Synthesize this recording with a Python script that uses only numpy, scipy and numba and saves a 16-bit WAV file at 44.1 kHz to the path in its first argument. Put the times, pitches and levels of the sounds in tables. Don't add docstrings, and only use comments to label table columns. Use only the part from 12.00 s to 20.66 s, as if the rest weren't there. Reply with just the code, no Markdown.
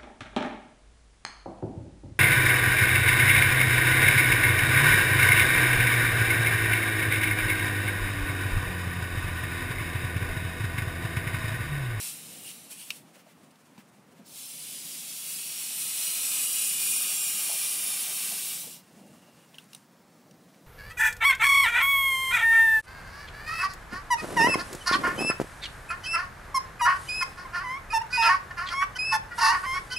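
import sys
import numpy as np
from scipy import signal
from scipy.fft import rfft, irfft
from scipy.io import wavfile
from scipy.ndimage import uniform_filter1d, minimum_filter1d, map_coordinates
from numba import njit

SR = 44100
rng = np.random.default_rng(int(sys.argv[2]) if len(sys.argv) > 2 else 0)


def invert_db(level):
    return 10 ** (np.asarray(level, dtype=float) / 20)


def bounce(signal):
    frames = np.transpose(np.atleast_2d(signal))
    limited = np.clip(frames, -1, 1)
    pcm = np.round(limited * 32767).astype(np.int16)
    wavfile.write(sys.argv[1], SR, pcm)


N = 382080
T = np.arange(N) / SR

# f/Hz, level/dB per Hz
JET = [(180, -48), (300, -22.5), (877, -18.5), (1070, -17.5), (1220, -18.5), (1810, -15.5), (2440, -7.5),
       (3510, -9.5), (4880, -8), (5480, -6.5), (6460, -10), (9600, 0), (11100, -3), (14500, 4.5),
       (15500, 6.5)]
BAND_EDGES_HZ = (3500, 7000, 11500)
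# t/s, level/dB
SEEP = [(0, -45), (.42, -49), (.56, -50.5), (.68, -55), (.76, -51), (.97, -51.5), (1.04, -71), (1.1, -90)]
# t/s, level/dB
STREAM = [(2.24, -87), (2.262, -61.5), (2.31, -55.5), (2.37, -46), (2.6, -44.5), (3.0, -42), (3.3, -39),
          (3.65, -36.5), (4.05, -32), (4.45, -30), (4.85, -29.5), (5.2, -30.5), (5.7, -31.5), (6.1, -33.5),
          (6.5, -35.5), (6.62, -40.5), (6.67, -47), (6.84, -82)]
# peak t/s, level/dB, rise/s, fall/s, share of neck whistle/1
PUFFS = [
    (.07, -39, .2, 0.05, 0.2),
    (.49, -46, 0.048, 0.029, .9),
    (.718, -43.5, 0.011, 0.019, .02),
    (.815, -50, 0.027, 0.022, 1.2),
    (2.74, -44.5, 0.064, 0.023, 0.2),
    (6.73, -49, 0.048, 0.039, 0.5),
]
# seeping level/dB,
# its slope/dB per dB of flow, streaming level/dB, its slope/dB per dB of flow, swelling/dB per s
BANDS = [(-10.5, -0.24, -10.5, -.1, 0), (-6.5, 0.04, -7, -0.33, 0.02), (-12, 0, -7.5, -0.32, 0.6)]
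FLOW_REF_DB, SWELL_REF_S = -36, 4.5
# t/s, f/Hz
LADDER = [(0, 440), (2.3, 445), (3.8, 424), (4.7, 411), (6.3, 386), (8.66, 380)]
# strongest t/s, lasting/s, f/Hz at that moment, boost level/dB
RINGS = [(2.6, 0.2, 9800, 10), (3.45, 0.23, 4400, 6), (3.58, 0.25, 5600, 8), (3.73, .35, 9300, 3),
         (3.94, .2, 8700, 6), (3.86, 0.11, 3380, 7), (4, 0.25, 4100, 7), (4.35, 0.25, 8000, 9.5),
         (4.2, 0.19, 5800, 8), (5, .55, 9500, 9), (5.1, .25, 5500, 8), (4.95, 0.37, 7100, 7.5),
         (5.16, 0.27, 7500, 8), (5.45, 0.55, 5680, 6), (5.05, .3, 14050, 10), (5.72, .3, 10400, 8),
         (5.8, 0.26, 9900, 9)]
RING_WIDTH_HZ, RING_WIDTH_SHARE = 56, 0.0082
# f/Hz when tightest, width/Hz, boost level/dB, share of ladder's slide/1
WALL = [(664, 210, 1, .9), (1250, 120, 6.5, .9), (1640, 87, 1.5, 0.73), (2453, 76, 8.5, 0.82),
        (2870, 130, 8, .15)]
TIGHTEST_S, TIGHT_FOR_S = 4.98, 1.11
# f/Hz, width/Hz, boost level/dB
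SLACK = [(2870, 250, 10.5), (9200, 490, 6)]
FLUTTER_DB = 0.8
# lag/ms, wander/ms, gain/1
ECHOES = [(0.622, 0.067, 0.12), (1.052, 0.072, 0.12), (1.7, 0.076, 0.16), (3.3, 0.076, 0.33),
          (5.1, 0.12, 0.23), (7.3, 0.089, 0.2)]
# t/s, level/dB
LEAK = [(6.75, -76), (6.95, -79), (7.15, -71), (7.42, -70), (7.5, -86)]
# t/s, peak level/dB, ring f/Hz, bright part level/dB, neck level/dB
SNAPS = [(0.5134, -38, 2890, 3, -9), (0.9039, -18.5, 2670, -18, -8), (1.507, -55, 6420, 3, -1),
         (1.512, -56, 5000, 3, -1), (1.5559, -53, 3620, -23, -1), (1.779, -45, 2400, -30, -3),
         (7.543, -41.5, 3070, -13, -15), (7.5544, -50, 2870, -2, -11), (7.5832, -32, 2960, -6, -18),
         (7.5964, -49, 3570, -16, -9), (7.6405, -56, 9500, 3, -9), (7.7318, -34, 2820, -8, 2),
         (7.7478, -33.5, 6000, 3, 0.5), (7.7614, -49, 6000, -10, -9), (8.31, -48, 5790, -3.5, -6),
         (8.5445, -53, 2160, -26, -11)]
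# f/Hz, width/Hz, level/dB
NECK = [(2600, 260, -21), (3030, 260, 3), (3780, 270, 3), (4400, 620, -1), (5370, 770, -3),
        (7600, 800, -14), (11700, 2400, -5), (1500, 520, -8)]
SNAP_T60_S = 0.014
# t/s, rustle level/dB
GRIP = [(1.0, -61), (1.7, -62.5), (2.1, -66.5), (6.8, -61), (7.7, -64), (7.9, -69), (8.66, -67)]
GRIP_TREBLE_DB = -0.5
# middle t/s, rustle level/dB, length/s, treble level/dB against it
RUBS = [(1.172, -56, 0.036, -6), (1.295, -58.5, 0.02, -4), (1.797, -57, 0.018, -13),
        (2.18, -61, 0.042, -12), (7.04, -68.5, 0.035, 3), (7.14, -66, 0.018, 6), (7.36, -69.5, 0.098, 3),
        (2.125, -70, 0.0092, 8), (7.533, -67, 0.028, -8), (7.605, -62, .02, 1), (7.766, -66.5, 0.03, 11),
        (8.433, -74, 0.025, 7), (8.55, -69, 0.045, -8)]
# f/Hz, level/dB per Hz
RUSTLE_COLOUR = [(500, 1), (1500, 0), (2800, 1.5), (4000, -4), (6000, -6.5), (16000, -10)]
# t/s, peak level/dB, f/Hz, length/s
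KNOCKS = [(1.165, -53, 553, 0.018), (1.251, -49.5, 650, .04), (1.408, -54, 600, .02),
          (1.777, -43, 220, 0.018), (2.116, -57, 404, .04), (2.19, -44.5, 228, 0.038),
          (1.776, -47, 900, .008), (5.482, -38, 710, 0.044), (5.498, -40.5, 880, 0.043),
          (5.521, -42.5, 654, 0.047), (6.065, -45, 700, .07), (6.308, -43, 700, 0.038),
          (6.636, -46, 810, 0.016), (6.669, -47, 470, 0.021), (7., -49, 250, 0.046),
          (7.136, -55, 1100, .02), (7.582, -52, 1500, .012), (2.19, -53, 650, .04), (7.27, -55, 650, .05)]
# f/Hz, level/dB per Hz
TOWN = [(15, -42), (45, -34), (102, -14), (126, -11), (157, -2), (189, -4), (255, -5), (425, -15),
        (461, -12.5), (637, -14), (1090, -18), (1680, -22.5), (1930, -23.5), (2890, -30.5), (15800, -40.5)]
TOWN_DB = -57.5
# t/s, swell level/dB
SWELL = [(0, 0), (1.2, 0), (2.6, -0.5), (4, -1), (5.5, 1.5), (7, 1.5), (7.8, -1), (8.66, 0.5)]
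# t/s, f/Hz, width/Hz, level/dB
SLIPS = [(.25, 15000, 1200, -64), (2.385, 9500, 1200, -50), (2.805, 7000, 1200, -55),
         (2.99, 8000, 3000, -46), (3.105, 5700, 1200, -49), (3.362, 5000, 1200, -47),
         (3.52, 11600, 1200, -46), (3.59, 7500, 1200, -49), (3.59, 12300, 1200, -50),
         (4.035, 5700, 1200, -46), (5.033, 7600, 1200, -38)]
TOP_HZ = 15750


def gas():
    shapes = [bell(s, np.where(T < s, rise, fall)) for s, _, rise, fall, _ in PUFFS]
    puffs = sum(invert_db(2 * row[1]) * shape ** 2 for row, shape in zip(PUFFS, shapes))
    streaming = T > STREAM[0][0]
    steady_db = np.where(streaming, track(STREAM), track(SEEP))
    jet_db = 10 * np.log10(invert_db(2 * steady_db) + puffs)

    step = track(LADDER)
    back = np.clip(0.26 + 0.0088 * (jet_db + 21) + 0.084 * walk(3.0), 0, 0.8)
    hiss = cavity(rng.standard_normal(N), SR / step, back, 0.09)
    hiss = nearby(hiss)
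    for hz, width, db, slide in WALL:
        wall_hz = hz * (step / step[int(TIGHTEST_S * SR)]) ** slide
        hiss = ring(hiss, bell(TIGHTEST_S, TIGHT_FOR_S), wall_hz, width, db)
    whistle = np.array(PUFFS)[:, 4] @ shapes
    for hz, width, db in SLACK:
        hiss = ring(hiss, whistle, hz + 0 * T, width, db)
    for s, lasting, hz, db in RINGS:
        ring_hz = hz * step / step[int(s * SR)]
        hiss = ring(hiss, bell(s, lasting), ring_hz, RING_WIDTH_HZ + RING_WIDTH_SHARE * hz, db)

    flow_db = jet_db - FLOW_REF_DB
    band_db = []
    for seep_db, seep_per_db, stream_db, per_db, per_s in BANDS:
        stream_part = stream_db + per_db * flow_db + per_s * (T - SWELL_REF_S)
        band_db.append(np.where(streaming, stream_part, seep_db + seep_per_db * flow_db))
    band_db.insert(2, 0)
    edges = (0., *BAND_EDGES_HZ, 1e6)
    sputter = 0.5 * walk(25.02)
    out = 0
    for k, db in enumerate(band_db):
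        part = coloured(JET, edges[k], edges[k + 1], hiss)
        part = part / np.sqrt(uniform_filter1d(part ** 2, SR // 2))
        out = out + part * invert_db(jet_db + db + sputter + 0.5 * walk(15))

    body = coloured([(20, 0), (20000, 0)], 0., 1660.0, out)
    body_db = np.where(streaming, np.clip(0.89 * (T - 4.6), -6, 3), 1.5)
    return out + body * (invert_db(body_db) - 1)


@njit
def cavity(x, lag, back, damp):
    y, soft = x.copy(), 0.
    for i in range(400, len(x)):
        k = int(lag[i])
        part = lag[i] - k
        returned = (1 - part) * y[i - k] + part * y[i - k - 1]
        soft += (1 - damp) * (returned - soft)
        y[i] += back[i] * soft
    return y


def nearby(x):
    treble, out = coloured([(20, 0), (20000, 0)], 2880.0, x=x), x.copy()
    for lag_ms, wander_ms, gain in ECHOES:
        drifting_ms = lag_ms * (1 + 0.0253 * (T - 5)) + wander_ms * walk(1.52)
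        lag = drifting_ms * SR / 1000
        out += gain * walk(5.5) * map_coordinates(treble, [np.arange(N) - lag], order=2)
    return out


def ring(x, shape, hz, width, db):
    boost = invert_db((db + FLUTTER_DB * walk(6)) * shape) - 1
    return x + boost * band(x, np.minimum(hz, 0.45 * SR), 1. * width)


def leak():
    db = np.interp(T, *np.transpose(LEAK), left=-140, right=-140)
    whistle = band(rng.standard_normal(N), 2820 + 25 * walk(4.15), 70.)
    return invert_db(db + 1.5 * walk(20)) * unit(whistle)


def snaps():
    out, t = np.zeros(N + SR), T[:SR // 10]
    flapping = 0.18 * invert_db(-60 * t / 0.064)
    fade = (1 - np.exp(-t / 0.00067)) * (invert_db(-60 * t / SNAP_T60_S) + flapping)
    noises = rng.standard_normal((len(SNAPS), 3, len(t)))
    for (s, db, hz, bright_db, neck_db), noise in zip(SNAPS, noises):
        neck = sum(invert_db(g) * unit(band(noise[1], f + 0 * t, 1. 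* w)) for f, w, g in NECK)
        own = band(noise[0] * fade, hz + 0 * t, 530.0)
        own = band(own, hz + 0 * t, 530.0)
        blow = own / np.max(np.abs(own)) + invert_db(neck_db) * neck * fade
        sharp = unit(signal.lfilter([1, -2, 1], [1], noise[2]))
        crack = unit(band(noise[2], 9550 + 0 * t, 600.)) + 0.68 * sharp
        snap = blow / np.max(np.abs(blow)) + invert_db(bright_db) * 0.5 * crack * fade
        out[int(s * SR):][:len(t)] += invert_db(db) * snap
    return out[:N]


def rustle():
    rubs = np.array([invert_db(db) * bell(s, length) for s, db, length, _ in RUBS])
    body = invert_db(track(GRIP)) + rubs.sum(0)
    bright = invert_db(track(GRIP) + GRIP_TREBLE_DB + 2.5 * walk(12)) + invert_db(np.array(RUBS)[:, 3]) @ rubs
    grain = invert_db(1.8 * walk(60) - 5.0)
    treble = unit(coloured([(5000, 2.5), (9500, 7.5), (12000, -2), (16000, -17)], 4100.0))
    return grain * (body * unit(coloured(RUSTLE_COLOUR, 400.)) + invert_db(-5.5) * bright * treble)


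def knocks():
    out, t = np.zeros(N + SR), T[:SR // 5]
    noises = rng.standard_normal((len(KNOCKS), len(t)))
    for (s, db, hz, length), noise in zip(KNOCKS, noises):
        bump = band(noise, hz + 0 * t, 0.33 * hz)
        bump = band(bump, hz + 0 * t, 0.33 * hz) * t * np.exp(-4 * t / length)
        out[int(s * SR):][:len(t)] += invert_db(db) * bump / np.max(np.abs(bump))
    return out[:N]


def town():
    whole = coloured(TOWN)
    bass = coloured([(20, 0), (20000, 0)], 0., 800.0, whole)
    swell = invert_db(track(SWELL) + 1.96 * walk(8))
    return invert_db(TOWN_DB) * unit(bass * swell + (whole - bass) * invert_db(0.42 * walk(3.24)))


def unit(x):
    return x / np.sqrt(np.mean(x ** 2))


def coloured(points, lo_hz=0., hi_hz=1e6, x=None):
    f = np.maximum(np.fft.rfftfreq(N, 1 / SR), 1)
    hz, db = np.transpose(points)
    edges = 1 / np.sqrt((1 + (lo_hz / f) ** 16) * (1 + (f / hi_hz) ** 16))
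    x = rng.standard_normal(N) if x is None else x
    return irfft(rfft(x) * invert_db(np.interp(np.log(f), np.log(hz), db)) * edges, N)


def walk(rate):
    k = int(SR / rate)
    levels = np.repeat(rng.standard_normal(N // k + 1), k)
    return 1.29 * uniform_filter1d(uniform_filter1d(levels, k), k)[:N]


@njit
def band(x, hz, width):
    y, b, l = np.empty(len(x)), 0., 0.
    for i in range(len(x)):
        g, k = np.tan(np.pi * hz[i] / SR), width / hz[i]
        v = (b + g * (x[i] - l)) / (1 + g * (g + k))
        b, l, y[i] = 2 * v - b, l + 2 * g * v, k * v
    return y


def track(rows):
    return np.interp(T, *np.transpose(rows))


def bell(s, lasting):
    return np.exp(-((T - s) / lasting) ** 2 / 2)


def scene():
    mono = gas() + leak() + snaps() + rustle() + knocks() + town()
    return np.tile(mono, (2, 1))


def thin_out(x, mask_db, bass_db):
    f, _, z = signal.stft(x, SR, nperseg=2048, noverlap=1536)
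    power = uniform_filter1d(uniform_filter1d(np.abs(z) ** 2, size=3, axis=1), size=3, axis=0)
    patches = rng.standard_normal((65, z.shape[1] // 4 + 1))
    patches = np.repeat(np.repeat(patches, 16, 0), 4, 1)
    mood_db = 1.9 * uniform_filter1d(patches, size=3, axis=1)
    tilt_db = 7 * (f[:, None] / TOP_HZ) ** 3
    steady = minimum_filter1d(uniform_filter1d(power, size=80, axis=0), size=7, axis=1)
    mask = steady * invert_db(2 * (mask_db + tilt_db + mood_db[:len(f), :z.shape[1]]))
    mask += power.mean(0) * invert_db(2 * (bass_db + mood_db[0, :z.shape[1]]))
    keep = 1 / (1 + (mask / (power + 1e-20)) ** 6) * (f[:, None] < TOP_HZ)
    return signal.istft(z * keep, SR, nperseg=2048, noverlap=1536)[1][:N]


def slips():
    out, t = np.zeros(N), T[:1500]
    noises = rng.standard_normal((len(SLIPS), len(t)))
    for (s, hz, width, db), noise in zip(SLIPS, noises):
        limits = [hz - width / 2, hz + width / 2]
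        burst = signal.sosfilt(signal.butter(6, limits, "band", fs=SR, output="sos"), noise)
        out[int(s * SR) - 750:][:len(t)] += invert_db(db) * unit(burst) * np.hanning(len(t)) ** 0.5
    return out


def band_limit(x):
    return signal.sosfilt(signal.butter(12, 16350, fs=SR, output="sos"), x)


def record(dry):
    mid = thin_out(dry[0], mask_db=-7.5, bass_db=-32.0)
    side = slips()
    mix = np.array([mid + side, mid - side])
    return band_limit(mix)


dry = scene()
out = record(dry)
bounce(out)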